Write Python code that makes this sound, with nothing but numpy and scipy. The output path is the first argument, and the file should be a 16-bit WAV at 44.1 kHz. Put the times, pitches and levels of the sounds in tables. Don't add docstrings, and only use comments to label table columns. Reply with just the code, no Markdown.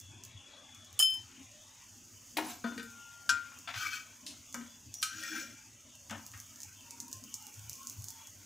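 import sys
import numpy as np
from scipy import signal
from scipy.fft import rfft, irfft, next_fast_len
from scipy.io import wavfile
from scipy.ndimage import uniform_filter1d, map_coordinates

SR = 44100
rng = np.random.default_rng(int(sys.argv[2]) if len(sys.argv) > 2 else 0)


def waveform_to_disk(signal):
    frames = np.transpose(np.atleast_2d(signal))
    scaled = np.clip(frames, -1, 1) * 32767
    samples = np.round(scaled).astype(np.int16)
    wavfile.write(sys.argv[1], SR, samples)


def boost(x):
    u = np.asarray(x, float) / 20
    return 10 ** u


N = 373022
TIME = np.arange(N) / SR


def rms_one(x):
    return x / np.sqrt(np.mean(x ** 2) + 1e-20)


def in_time(rows):
    s, *columns = np.transpose(rows)
    return [np.interp(TIME, s, c) for c in columns]


def at_hz(points, hz):
    points_hz, points_db = np.transpose(points)
    return np.interp(np.log(hz + 1), np.log(points_hz), points_db)


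def coloured(x, spectrum):
    size = next_fast_len(N)
    gain = boost(at_hz(spectrum, np.arange(size // 2 + 1) * SR / size))
    return rms_one(irfft(rfft(x, size) * gain, size)[..., :N])


def drift(rate_hz):
    r = np.exp(-80 * np.pi * rate_hz / SR)
    white = rng.standard_normal(N // 40 + 2002)
    slow = signal.lfilter([1], [1, -2 * r, r * r], white)[2000:]
    return np.interp(np.arange(N) / 40, np.arange(len(slow)), rms_one(slow))


def resonance(x, hz, width_hz):
    r = np.exp(-np.pi * width_hz / SR)
    zeros = np.array([1, 0, -1]) * (1 - r * r) / 2
    poles = [1, -2 * r * np.cos(2 * np.pi * hz / SR), r * r]
    return signal.lfilter(zeros, poles, x + 1e-18)


def band(x, low_hz, high_hz):
    return signal.sosfilt(signal.butter(2, [low_hz, min(high_hz, .45 * SR)], "band", fs=SR, output="sos"), x)


def grains(per_s, spread_db):
    sizes = boost(spread_db * np.minimum(rng.exponential(1, N), 4)) * rng.choice([-1, 1], N)
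    return sizes * (rng.random(N) < per_s / SR)


def struck(modes, blows, crack_octaves, crack_t60, rattle_db, uneven_db=6.0, ripple_db=3.5,
           rise_cycles=2.67, rise_s=0.00017):
    out = np.zeros(N + 32768)
    t, f = np.arange(32768) / SR, np.arange(16385) * SR / 32768 + 1
    hz, level_db, t60 = np.transpose(modes)[:, :, None]
    wobble = np.array([np.interp(t * 80, np.arange(64), row) for row in rng.standard_normal((len(modes), 64))])
    rise = np.minimum(t * hz / rise_cycles, 1) * np.minimum((t[-1] - t) / 0.13, 1)
    mode_rattle_db = rattle_db * np.sqrt(1 + hz / 3000) / (1 + t60) * wobble
    rings = boost(level_db - 60 * t / t60 + mode_rattle_db) * np.sin(2 * np.pi * hz * t) * rise
    ripple = boost(ripple_db * rms_one(uniform_filter1d(rng.standard_normal(len(f)), size=30)))
    decay = boost(-60 * t / crack_t60 + rattle_db * wobble[0]) + .5 * np.exp(-t / 0.0017)
    crack_shape = decay * np.minimum(t / rise_s, 1)
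    for s, ring_db, crack_db, crack_hz in blows:
        low_hz, high_hz = crack_hz / 2 ** crack_octaves, crack_hz * 2 ** crack_octaves
        edges = 1 / (1 + (low_hz / f) ** 6) / (1 + (f / high_hz) ** 4)
        noise = rms_one(irfft(rfft(rng.standard_normal(len(t))) * ripple * edges))
        ring = boost(ring_db + uneven_db * rng.standard_normal(len(modes))) @ rings
        at = round(s * SR)
        out[at:at + len(t)] += ring + boost(crack_db) * noise * crack_shape
    return out[:N]


def spits(small_per_s):
    # start_s, peak_db
    round_spits = [(0.0124, -42), (0.2371, -33.5), (0.7478, -40), (0.847, -44), (4.5268, -35),
                   (4.5437, -25.5), (4.9412, -28), (5.238, -33), (5.9535, -40.5), (6.0973, -37),
                   (6.1094, -31.5), (6.3167, -40), (6.559, -39), (6.604, -34), (6.6184, -32), (6.6328, -31),
                   (6.8088, -43), (6.9082, -32), (7.0025, -25.5), (7.129, -25), (7.239, -34.5),
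                   (7.3414, -24.5), (7.425, -37), (7.5415, -38), (7.5943, -39), (7.7313, -32),
                   (7.7552, -36), (7.8712, -27), (8.0846, -27.5)]
    # start_s, peak_db
    sharp_spits = [(0.0014, -37.5), (0.2508, -39), (0.9288, -43), (3.5887, -39), (6.265, -35),
                   (6.3761, -41), (6.4013, -34), (7.082, -39), (7.1153, -38), (7.4681, -34), (7.6962, -28),
                   (7.832, -41), (7.8982, -31), (8.022, -40), (8.0425, -30.5), (8.1044, -32.5),
                   (8.272, -39)]
    s, peak_db = np.transpose(np.concatenate([round_spits, sharp_spits]))
    bright_db = np.repeat([-21, -12], [len(round_spits), len(sharp_spits)])
    at = np.round(s * SR).astype(int)
    body = boost(-44) * grains(small_per_s, spread_db=3.0)
    top = body * boost(-13)
    body[at] = boost(peak_db + 20.0)
    top[at] = boost(peak_db + bright_db + 25)
    spray_s = 0.0064
    trail = signal.lfilter([1], [1, -np.exp(-1 / (spray_s * SR))], np.abs(body))
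    spray = trail * rng.standard_normal(N) * boost(-25.0)
    broad = resonance(band(band(body + spray, 3550, 16900), 3300, 19000), 6520, 1540)
    return broad + band(top + spray * boost(-9.5), 8100, 18800)


def sizzle(hiss_db, top_db):
    # hz, db_per_hz
    hiss = [(2060, -67), (3500, -14.5), (3770, -63), (4380, -11), (4760, -9.5), (6690, 2.5), (7370, -5.5),
            (10500, -20), (13600, -28.5), (22000, -120)]
    # hz, db_per_hz
    top_hiss = [(4710, -19.5), (8000, -11), (9200, -13), (12100, -4), (14800, -2.5), (15800, 1.5)]
    bursts = grains(12000, spread_db=2.0) * boost(1.0 * drift(29.5))
    return boost(hiss_db) * coloured(bursts, hiss) + boost(top_db) * coloured(bursts, top_hiss)


def traffic():
    # hz, db_per_hz
    street_colour = [(210, -37), (350, 7.5), (378, -26.5), (599, -0.5), (675, -15), (879, -0.5),
                     (1080, -3.5), (2020, -5), (2870, 0), (4800, -13), (6240, -33), (10600, -120)]
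    # time_s, level_db
    murmur = [(0, -65.5), (.6, -62), (1.4, -63), (2.1, -67), (3.1, -63.5), (4.1, -64.5), (4.9, -67),
              (5.9, -66.5), (6.6, -65.5), (7.5, -64.5), (8.46, -64)]
    white = rng.standard_normal((2, N))
    edges_hz = 330 * 2 ** np.arange(0, 4.1, .25)
    out = np.zeros(N)
    for k, (low, high) in enumerate(zip(edges_hz, edges_hz[1:])):
        level_db = at_hz(street_colour, np.sqrt(low * high)) + 3.0 * drift(5.5)
        out += boost(level_db) * band(white[k % 2], low, high)
    rumble = boost(-73.5) * rms_one(band(white[1], 35, 215))
    return boost(in_time(murmur)[0]) * rms_one(out) + rumble


def swells(rows, floor_db):
    rise_s, fall_s = 0.023, 0.021
    s, hold_s, db = np.transpose(rows)[:, :, None]
    t = TIME[::100]
    shape = np.exp(-np.maximum(s - t, 0) / rise_s - np.maximum(t - s - hold_s, 0) / fall_s)
    return boost(floor_db + 3.4 * drift(4.2)) + np.interp(TIME, t, np.sum(boost(db) * shape, axis=0))


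def booms():
    # hz, width_hz
    room_modes = [
        (98, 29.2),
        (245, 71),
    ]
    # start_s, hold_s, level_db
    low_swells = [(0.067, 0.33, -60.5), (1.198, 0.058, -58.5), (3.32, 0.032, -64), (3.77, 0.025, -55.5),
                  (4.375, 0.031, -59), (4.864, 0.025, -56), (5.163, .02, -67), (5.7, 0.054, -64),
                  (6.123, 0.024, -54), (6.336, 0.032, -55), (6.66, 0.015, -61), (7.15, 0.026, -53.5),
                  (7.596, 0.12, -55), (7.978, 0.038, -47)]
    # start_s, hold_s, level_db
    upper_swells = [(1.398, 0.015, -56), (2.372, 0.14, -53.5), (2.664, 0.14, -51.5), (3.34, .04, -60),
                    (4.242, 0.071, -61.5), (4.576, 0.05, -52.5), (4.844, 0.017, -67), (5.142, 0.016, -62),
                    (5.328, 0.2, -59), (6.124, 0.063, -62), (7.033, 0.047, -60.5), (7.252, 0.02, -57), ]
    out = np.zeros(N)
    for (hz, width_hz), rows, floor_db in zip(room_modes, (low_swells, upper_swells), (-69.5, -70.5)):
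        noise = resonance(resonance(rng.standard_normal(N), hz, width_hz), hz, width_hz)
        out += swells(rows, floor_db) * rms_one(noise)
    return out


def far_tones():
    # start_s, end_s, pitch_hz, width_hz, level_db
    tones = [(0, 0.89, 3400, 115, -61.5), (6.85, 7.1, 935, 30, -63), (7.04, 7.24, 1050, 12, -60),
             (7.35, 7.52, 840, 91, -65), (7.75, 7.9, 1080, 40, -67), (8.1, 8.25, 900, 40, -66),
             (1.5, 1.65, 600, 45, -68), (7.38, 7.5, 2870, 300, -65), (4.45, 4.8, 3450, 60, -69),
             (4.5, 4.93, 4760, 60, -73), (8.1, 8.3, 3350, 60, -68)]
    white, out = rng.standard_normal(N), np.zeros(N)
    for start, end, hz, width_hz, db in tones:
        span = slice(max(round((start - .2) * SR), 0), round((end + .1) * SR))
        t = TIME[span]
        swell = np.clip(np.minimum(t - start + 0.013, end - t + 0.023) / 0.051, 0, 1)
        out[span] += boost(db) * swell * rms_one(resonance(resonance(white[span], hz, width_hz), hz, width_hz))
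    return out


def cup():
    cup_hz = [700, 1370, 2750, 3050, 3078, 3117, 4436, 5204, 5222, 6573, 6980, 7085, 8872, 9609, 9771,
              10820, 10980, 11490, 13890, 14730, 15360]
    # level_db, t60_s
    cup_ring = [(-25, .15), (-23, .13), (-18, .07), (-9, .22), (3, .42), (-10, .3), (-28, .1), (-4, .45),
                (-14, .3), (-16, .14), (-6, .25), (-16, .25), (-10, .22), (-18, .18), (-14, .2), (-9, .12),
                (-12, .2), (-15, .2), (-24, .11), (-18, .2), (-18, .12)]
    # start_s, ring_db, crack_db, crack_hz
    cup_blows = [
        (.9912, -33, -26, 8100),
        (.9991, -27, -42, 1500),
        (1.0088, -38, -33, 9000),
        (1.0254, -27, -40, 8500),
        (1.101, -46, -50, 12400),
        (1.139, -46, -51, 10000),
    ]
    gripped_s, grip_db_per_s = 1.17, 170
    rings = struck(np.column_stack([cup_hz, cup_ring]), cup_blows, .8, .1, rattle_db=.6, uneven_db=.6)
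    return rings * boost(-grip_db_per_s * np.clip(TIME - gripped_s, 0, 1))


def stove_knocks():
    # pitch_hz, level_db, t60_s
    stove_modes = [(314.3, 4, 0.18), (748, -9, 0.22), (947, -8, 0.14), (1314, -10, 0.14), (1507, -14, 0.12),
                   (2439, -13, 0.09), (3930, -13, 0.088), (4280, -23, 0.14), (7200, -24, .11)]
    # start_s, ring_db, crack_db, crack_hz
    stove_blows = [
        (2.369, -41, -32.5, 1460),
        (2.37, -50, -36.5, 9500),
        (2.383, -38, -32, 880),
    ]
    # start_s, ring_db, crack_db, crack_hz
    stove_slides = [
        (2.43, -67, -43, 1800),
        (2.479, -51.5, -44, 1800),
    ]
    knock = struck(stove_modes, stove_blows, 1.5, 0.1, rattle_db=4.0, rise_s=.0015)
    return knock + struck(stove_modes, stove_slides, 2.7, 0.2, rattle_db=2.5, rise_s=0.027)


def rubbed(catches, t, modes, wander_db):
    # time_s, pitch_hz, boost_db
    bites = [(2.465, 14200, 8), (2.47, 10600, 8), (3.745, 1260, 6), (3.815, 1260, 8), (3.86, 1260, 8),
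             (3.87, 2310, 12), (3.945, 2310, 10), (3.95, 1260, 4), (3.945, 7890, 8), (3.79, 10800, 6),
             (5.325, 1570, 11), (5.358, 1570, 10), (5.388, 1570, 7)]
    bite_s = 0.0091
    out = 0
    for hz, width_hz, db in modes:
        bite_db = 0
        for s, bitten_hz, boost_db in bites:
            if abs(hz / bitten_hz - 1) < .04:
                bite_db = bite_db + boost_db * np.exp(-((t - s) / bite_s) ** 2)
        ring = rms_one(resonance(resonance(catches, hz, 0.75 * width_hz), hz, 5.4 * width_hz))
        grip_db = wander_db * drift(18.6)[:len(t)]
        out = out + boost(db + bite_db + grip_db) * ring * np.sqrt(width_hz)
    return out


def scrapes():
    # time_s, level_db
    strokes = [
        [(2.39, -55), (2.44, -57), (2.5, -48), (2.54, -53), (2.62, -79)],
        [(3.72, -45), (3.76, -44), (3.81, -38), (3.87, -37.5), (3.9, -49), (3.945, -38.5), (3.985, -50.5),
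         (4.06, -67), (4.15, -71)],
        [(5.08, -50), (5.14, -49.5), (5.23, -43.5), (5.31, -45), (5.36, -40.5), (5.42, -48), (5.5, -57.5),
         (5.65, -76)],
    ]
    # pitch_hz, width_hz, level_db
    drag_low = [
        [(722, 37, 9), (1060, 23, 4), (1300, 50, -6), (1570, 35, -9), (1890, 87, -18), (2260, 130, -14),
         (3500, 22, -13), (3810, 110, -16), (4700, 34, -11)],
        [(1266, 57, -3.5), (1520, 52, -1), (1890, 33, -9), (2314, 61, -1), (2520, 29, -1), (3150, 110, -10),
         (3360, 62, -19), (3530, 40, -10), (4400, 47, -9), (4200, 44, -11), (4840, 63, -11)],
        [(1400, 26, 2), (1564, 86, -0.5), (1857, 31, 0), (2090, 35, -7), (2356, 100, -5), (2660, 27, -22),
         (3130, 53, -18), (3400, 79, -8), (4050, 43, -22), (4450, 64, -33), (4700, 110, -32)],
    ]
    # pitch_hz, width_hz, level_db
    drag_high = [
        [(6200, 190, -9), (7240, 37, 4), (7910, 28, 4), (8580, 46, -17), (9050, 46, -15), (10700, 34, -2),
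         (12600, 42, -13), (13300, 32, -13), (14200, 45, 0), (14900, 120, -13)],
        [(5500, 38, -6), (5700, 130, -16), (6200, 120, -8), (7000, 29, -1), (7250, 39, -1), (7820, 50, -1),
         (10000, 110, -19), (10800, 48, -6.5), (12600, 160, -20), (13100, 83, -16), (14000, 160, -15),
         (15400, 200, -20)],
        [(5410, 91, 0), (5750, 130, -1), (6120, 80, 3), (6800, 64, 2), (7210, 61, -9), (7890, 65, -4),
         (9100, 50, -3), (9700, 150, -19), (10900, 260, -24), (13100, 85, -13), (14200, 34, -10),
         (15200, 67, -15)],
    ]
    drag_high_db = [-5, -11, -8.5]
    # upper_db, upper_db_per_s, hum_db, hum_db_per_s
    stroke_colour = [
        (3, -3, -75, -10),
        (-6.5, 19.5, -67, -51),
        (-8, 25, -63, 17),
    ]
    # pitch_hz, width_hz, level_db
    plate_hum = [
        (317, 8.9, 1.5),
        (566, 73, -16),
        (840, 250, -19),
    ]
    # hz, db_per_hz
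    grit_colour = [(1530, -36), (2600, 2), (3480, -3), (3810, -4.5), (6320, 0.5), (8530, -15), (11600, -17),
                   (15500, -11.5)]
    firm_db = -43.5
    catches = grains(4000, spread_db=2.0) * boost(.8 * drift(23.5) + 1.5 * drift(120))
    grit = coloured(catches, grit_colour)
    out = np.zeros(N)
    for stroke, low, high, high_db, colour in zip(strokes, drag_low, drag_high, drag_high_db, stroke_colour):
        upper_db, upper_db_per_s, hum_db, hum_db_per_s = colour
        span = slice(round(stroke[0][0] * SR), round(stroke[-1][0] * SR))
        t, rub = TIME[span], catches[span]
        ring_db, gone_s = in_time(stroke)[0][span], t - stroke[0][0]
        upper_db = upper_db + upper_db_per_s * gone_s
        grit_db = np.minimum(0.69 * (firm_db - ring_db), -1.5)
        hum_db = hum_db + hum_db_per_s * gone_s + 0.82 * (ring_db - firm_db)
        lower = rubbed(rub, t, low[:3], wander_db=4.0)
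        upper = rubbed(rub, t, low[3:], wander_db=4.0)
        upper = upper + boost(high_db) * rubbed(rub, t, high, wander_db=4.0)
        blade = (lower + boost(upper_db) * upper) / np.std(lower + upper) + boost(grit_db - 2.0) * grit[span]
        hum = boost(hum_db) * rms_one(rubbed(rub, t, plate_hum, wander_db=7.0))
        out[span] = np.minimum(gone_s / 0.037, 1) * (boost(ring_db) * blade + hum)
    return out


def blade_knocks():
    # pitch_hz, level_db, t60_s
    lifted_modes = [(232, 0, .2), (473, -10, .13), (678, -17, .12), (980, -19, .13), (1266, -12, .1),
                    (1425, -17, .3), (1518, -9, .14), (1878, -17, .1), (2330, -21, .09), (3558, -27, .6),
                    (4414, -33, .25), (4861, -29, .22), (6530, -28, .06), (11000, -30, .04)]
    set_down_modes = [(231, 2, .3), (463, -6, .22), (1265, -9, .2), (1534, -3, .16), (1868, -9, .12),
                      (2358, -10, .08), (3585, -13, .15), (4845, -22, .1), (5577, -22, .12),
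                      (6729, -18, .08), (7827, -20, .07), (10050, -28, .06), (14230, -20, .05)]
    landing_modes = [(720, -5.5, 0.25), (1360, 0.5, .12), (1550, -4, 0.092), (2310, -2, 0.06),
                     (2775, -6, .1), (3540, 0.5, 0.058)]
    iron_modes = [(1280, -11, .2), (1405, -13, 0.17), (1543, -7, 0.2), (2450, -18, 0.12), (3055, -11, 0.14),
                  (3570, -8, .12), (5110, -41, 0.14), (5230, -11, 0.08), (6643, -14, 0.12), (7060, -16, .1),
                  (7760, -12, 0.1), (8980, -22, 0.08), (10600, -27, .1)]
    tip_modes = [(4759, -26, .3), (5750, 0, .9), (5812, -5, .5)]
    # start_s, ring_db, crack_db, crack_hz
    lift_blows = [
        (2.641, -25.5, -44, 1020),
        (2.66, -41, -49, 1280),
        (2.717, -41, -53, 1500),
    ]
    set_down_blows = [
        (2.764, -69, -62, 3700),
        (2.777, -39.5, -43.5, 3470),
        (2.796, -45, -42, 2500),
        (2.828, -45.5, -48.5, 7900),
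    ]
    landing_blows = [
        (3.674, -43.5, -42, 1900),
        (3.686, -46, -43.5, 1470),
        (3.705, -51, -52, 1500),
        (3.739, -50, -41, 1790),
    ]
    iron_blows = [
        (4.263, -68, -42.5, 4300),
        (6.335, -64, -52.5, 1630),
    ]
    tip_blows = [
        (4.94, -46, -50, 5900),
        (4.98485, -48, -60, 5900),
        (5.01875, -46, -41, 8400),
    ]
    edge_blows = [
        (5.027, -29, -31, 4500),
    ]
    lifted = struck(lifted_modes, lift_blows, 1.2, 0.14, rattle_db=2.0, uneven_db=1.5, rise_s=0.004)
    set_down = struck(set_down_modes, set_down_blows, 1.1, .08, rattle_db=2.5, uneven_db=2.5, rise_s=.002)
    landing = struck(landing_modes, landing_blows, 1.17, 0.16, rattle_db=2.5, uneven_db=-1.5, rise_s=0.0037)
    iron = struck(iron_modes, iron_blows, 0.88, 0.25, rattle_db=2.0, rise_s=0.0031)
    tip = struck(tip_modes, tip_blows, 1.5, .04, rattle_db=2.0, uneven_db=1.0)
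    edge = struck(iron_modes, edge_blows, 1.1, 0.13, rattle_db=2.0, uneven_db=1.0, rise_s=.0007)
    return lifted + set_down + landing + iron + tip + edge


def blade_sings():
    # start_s, pitch_hz, level_db, rise_s
    free_ring = (2.74, 1403.5, -54, .08)
    # pitch_hz, level_db, t60_s
    rim_modes = [(738, -38, .15), (969, -25, .25), (1246, -19, 0.25), (1403, -4.5, 0.42), (1543, 0, 0.15),
                 (1880, -26, .3), (2449, -18, .2), (2780, -28.5, .2), (3290, -26, 0.22), (3520, -31, .22),
                 (4030, -25, .14), (4500, -27.5, .2), (5140, -30, .2), (5320, -11, 0.09), (5750, -12, 0.12),
                 (6519, -11, 0.09), (7246, -18, 0.25), (7876, -24, .15), (10700, -24, .08),
                 (14200, -26, .06)]
    # start_s, ring_db, crack_db, crack_hz
    rim_blows = [
        (3.292, -19, -27, 4300),
    ]
    rim_settles = [
        (3.31, -70, -49, 2400),
        (3.43, -60, -60, 1700),
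        (3.5, -62, -58, 1250),
    ]
    start, hz, db, rise_s = free_ring
    gate = np.clip((TIME - start) / rise_s, 0, 1) * np.clip((rim_blows[0][0] - TIME) * 200, 0, 1)
    free = boost(db + .8 * drift(6)) * gate * np.sin(2 * np.pi * hz * TIME)
    knock = struck(rim_modes, rim_blows, 0.7, .11, rattle_db=.8, uneven_db=0.0)
    buzz = struck(rim_modes[2:9], rim_settles, .8, .6, rattle_db=3.0, rise_s=.02)
    return free + knock + buzz


def slice_flips():
    # pitch_hz, level_db, t60_s
    first_modes = [(237, 0, .35), (501, -14, .2), (980, -12, .12), (1270, -5, .2), (1390, -10, .2),
                   (1540, 0, .17), (1890, -16, .1), (2260, -16, .15), (2910, -17, .15), (3560, -19, .15),
                   (4330, -22, .15)]
    second_modes = [(221, 0, .2), (600, -16, .15), (721, -13, .15), (840, -12, .2), (1040, -12, .1),
                    (1240, -14, .2), (1540, -10, .18), (2290, -17, .15), (3140, -20, .12)]
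    # start_s, ring_db, crack_db, crack_hz
    first_blows = [
        (4.5425, -40, -41, 1000),
        (4.61, -58, -52, 1500),
        (4.66, -64, -58, 1400),
    ]
    second_blows = [
        (6.097, -62, -46.5, 1540),
        (6.109, -38, -44.5, 1190),
        (6.124, -52, -46.5, 980),
        (6.145, -67, -49.5, 980),
        (6.18, -62, -59, 1400),
    ]
    first = struck(first_modes, first_blows, 1.1, 0.14, rattle_db=2.5, uneven_db=2.0, rise_s=.002)
    return first + struck(second_modes, second_blows, 1.1, 0.14, rattle_db=2.5, uneven_db=2.0, rise_s=.002)


def kitchen(x):
    t60_s, wall_cut_hz = 0.4, 2700
    t = np.arange(16384) / SR
    noise = rng.standard_normal((2, len(t))) * np.clip((t - .003) / 0.0036, 0, 1)
    dull = signal.sosfilt(signal.butter(1, wall_cut_hz, fs=SR, output="sos"), noise)
    tails = dull * boost(-60 * t / t60_s) + (noise - dull) * boost(-90 * t / t60_s)
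    return signal.oaconvolve(x[None], tails / np.linalg.norm(tails[0]), axes=1)[:, :N]


def flecked(x):
    patch_hz, patch_s, patch_db, hole_db = 90, .07, 3.0, 9.0
    hz, s, cells = signal.stft(x, SR, nperseg=1024)
    places = np.meshgrid(hz / patch_hz, s / patch_s, indexing="ij")
    field = rms_one(map_coordinates(rng.standard_normal((256, 256)), places, order=1))
    field = field * ((hz > 300) & (hz < 5000))[:, None]
    gain = boost(patch_db * field - hole_db * np.maximum(-field - 1, 0))
    return signal.istft(cells * gain, SR, nperseg=1024)[1][:N]


def scene():
    # time_s, level_db
    frying = [(0, -9), (.3, -24), (1, -7.5), (1.7, -6), (2.3, 2), (3.1, -0.5), (4.1, -1.5), (5.6, -4),
              (5.95, -7), (6.25, 4.5), (7, 1.5), (7.9, 9), (8.46, 2)]
    vigour_db, = in_time(frying)
    near = spits(6.1 * boost(0.82 * vigour_db)) + stove_knocks() + scrapes() + blade_knocks() + slice_flips()
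    close = cup() + blade_sings()
    echoes = boost(-6) * kitchen(near + boost(-9) * close)
    near = near + close
    background = sizzle(-58.5 + 0.21 * vigour_db, -64.5 + vigour_db) + traffic() + booms() + far_tones()
    middle = near + echoes[0] + flecked(background)
    late = np.roll(middle - near, 900) + echoes[1]
    side = boost(-16.0) * band(band(late, 7400, 16000), 6000, 15300)
    side += boost(-19.5) * band(late, 20, 1500) + boost(-13.0) * band(late, 23, 69)
    return middle + np.array([[1], [-1]]) * side


def band_limit(x):
    return signal.sosfilt(signal.butter(12, 16650, fs=SR, output="sos"), x)


def record(dry):
    # hz, left_minus_right_db
    lean = [(60, 0.5), (250, 4), (800, 4), (1250, 9), (2000, 4), (5650, 4.5), (5950, 0), (6850, 0.5),
            (7100, -7), (9300, -18), (10200, -21), (11500, -25.5), (12600, -2), (14000, -10), (16000, 19)]
    size = next_fast_len(N)
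    ratio = boost(at_hz(lean, np.arange(size // 2 + 1) * SR / size))
    mid, side = (dry[0] + dry[1]) / 2, (dry[0] - dry[1]) / 2
    side = side + irfft(rfft(mid, size) * (ratio - 1) / (ratio + 1), size)[:N]
    top_cut = signal.cheby2(16, 36, 15800, fs=SR, output="sos")
    return band_limit(signal.sosfilt(top_cut, [mid + side, mid - side]))


dry = scene()
out = record(dry)
waveform_to_disk(out)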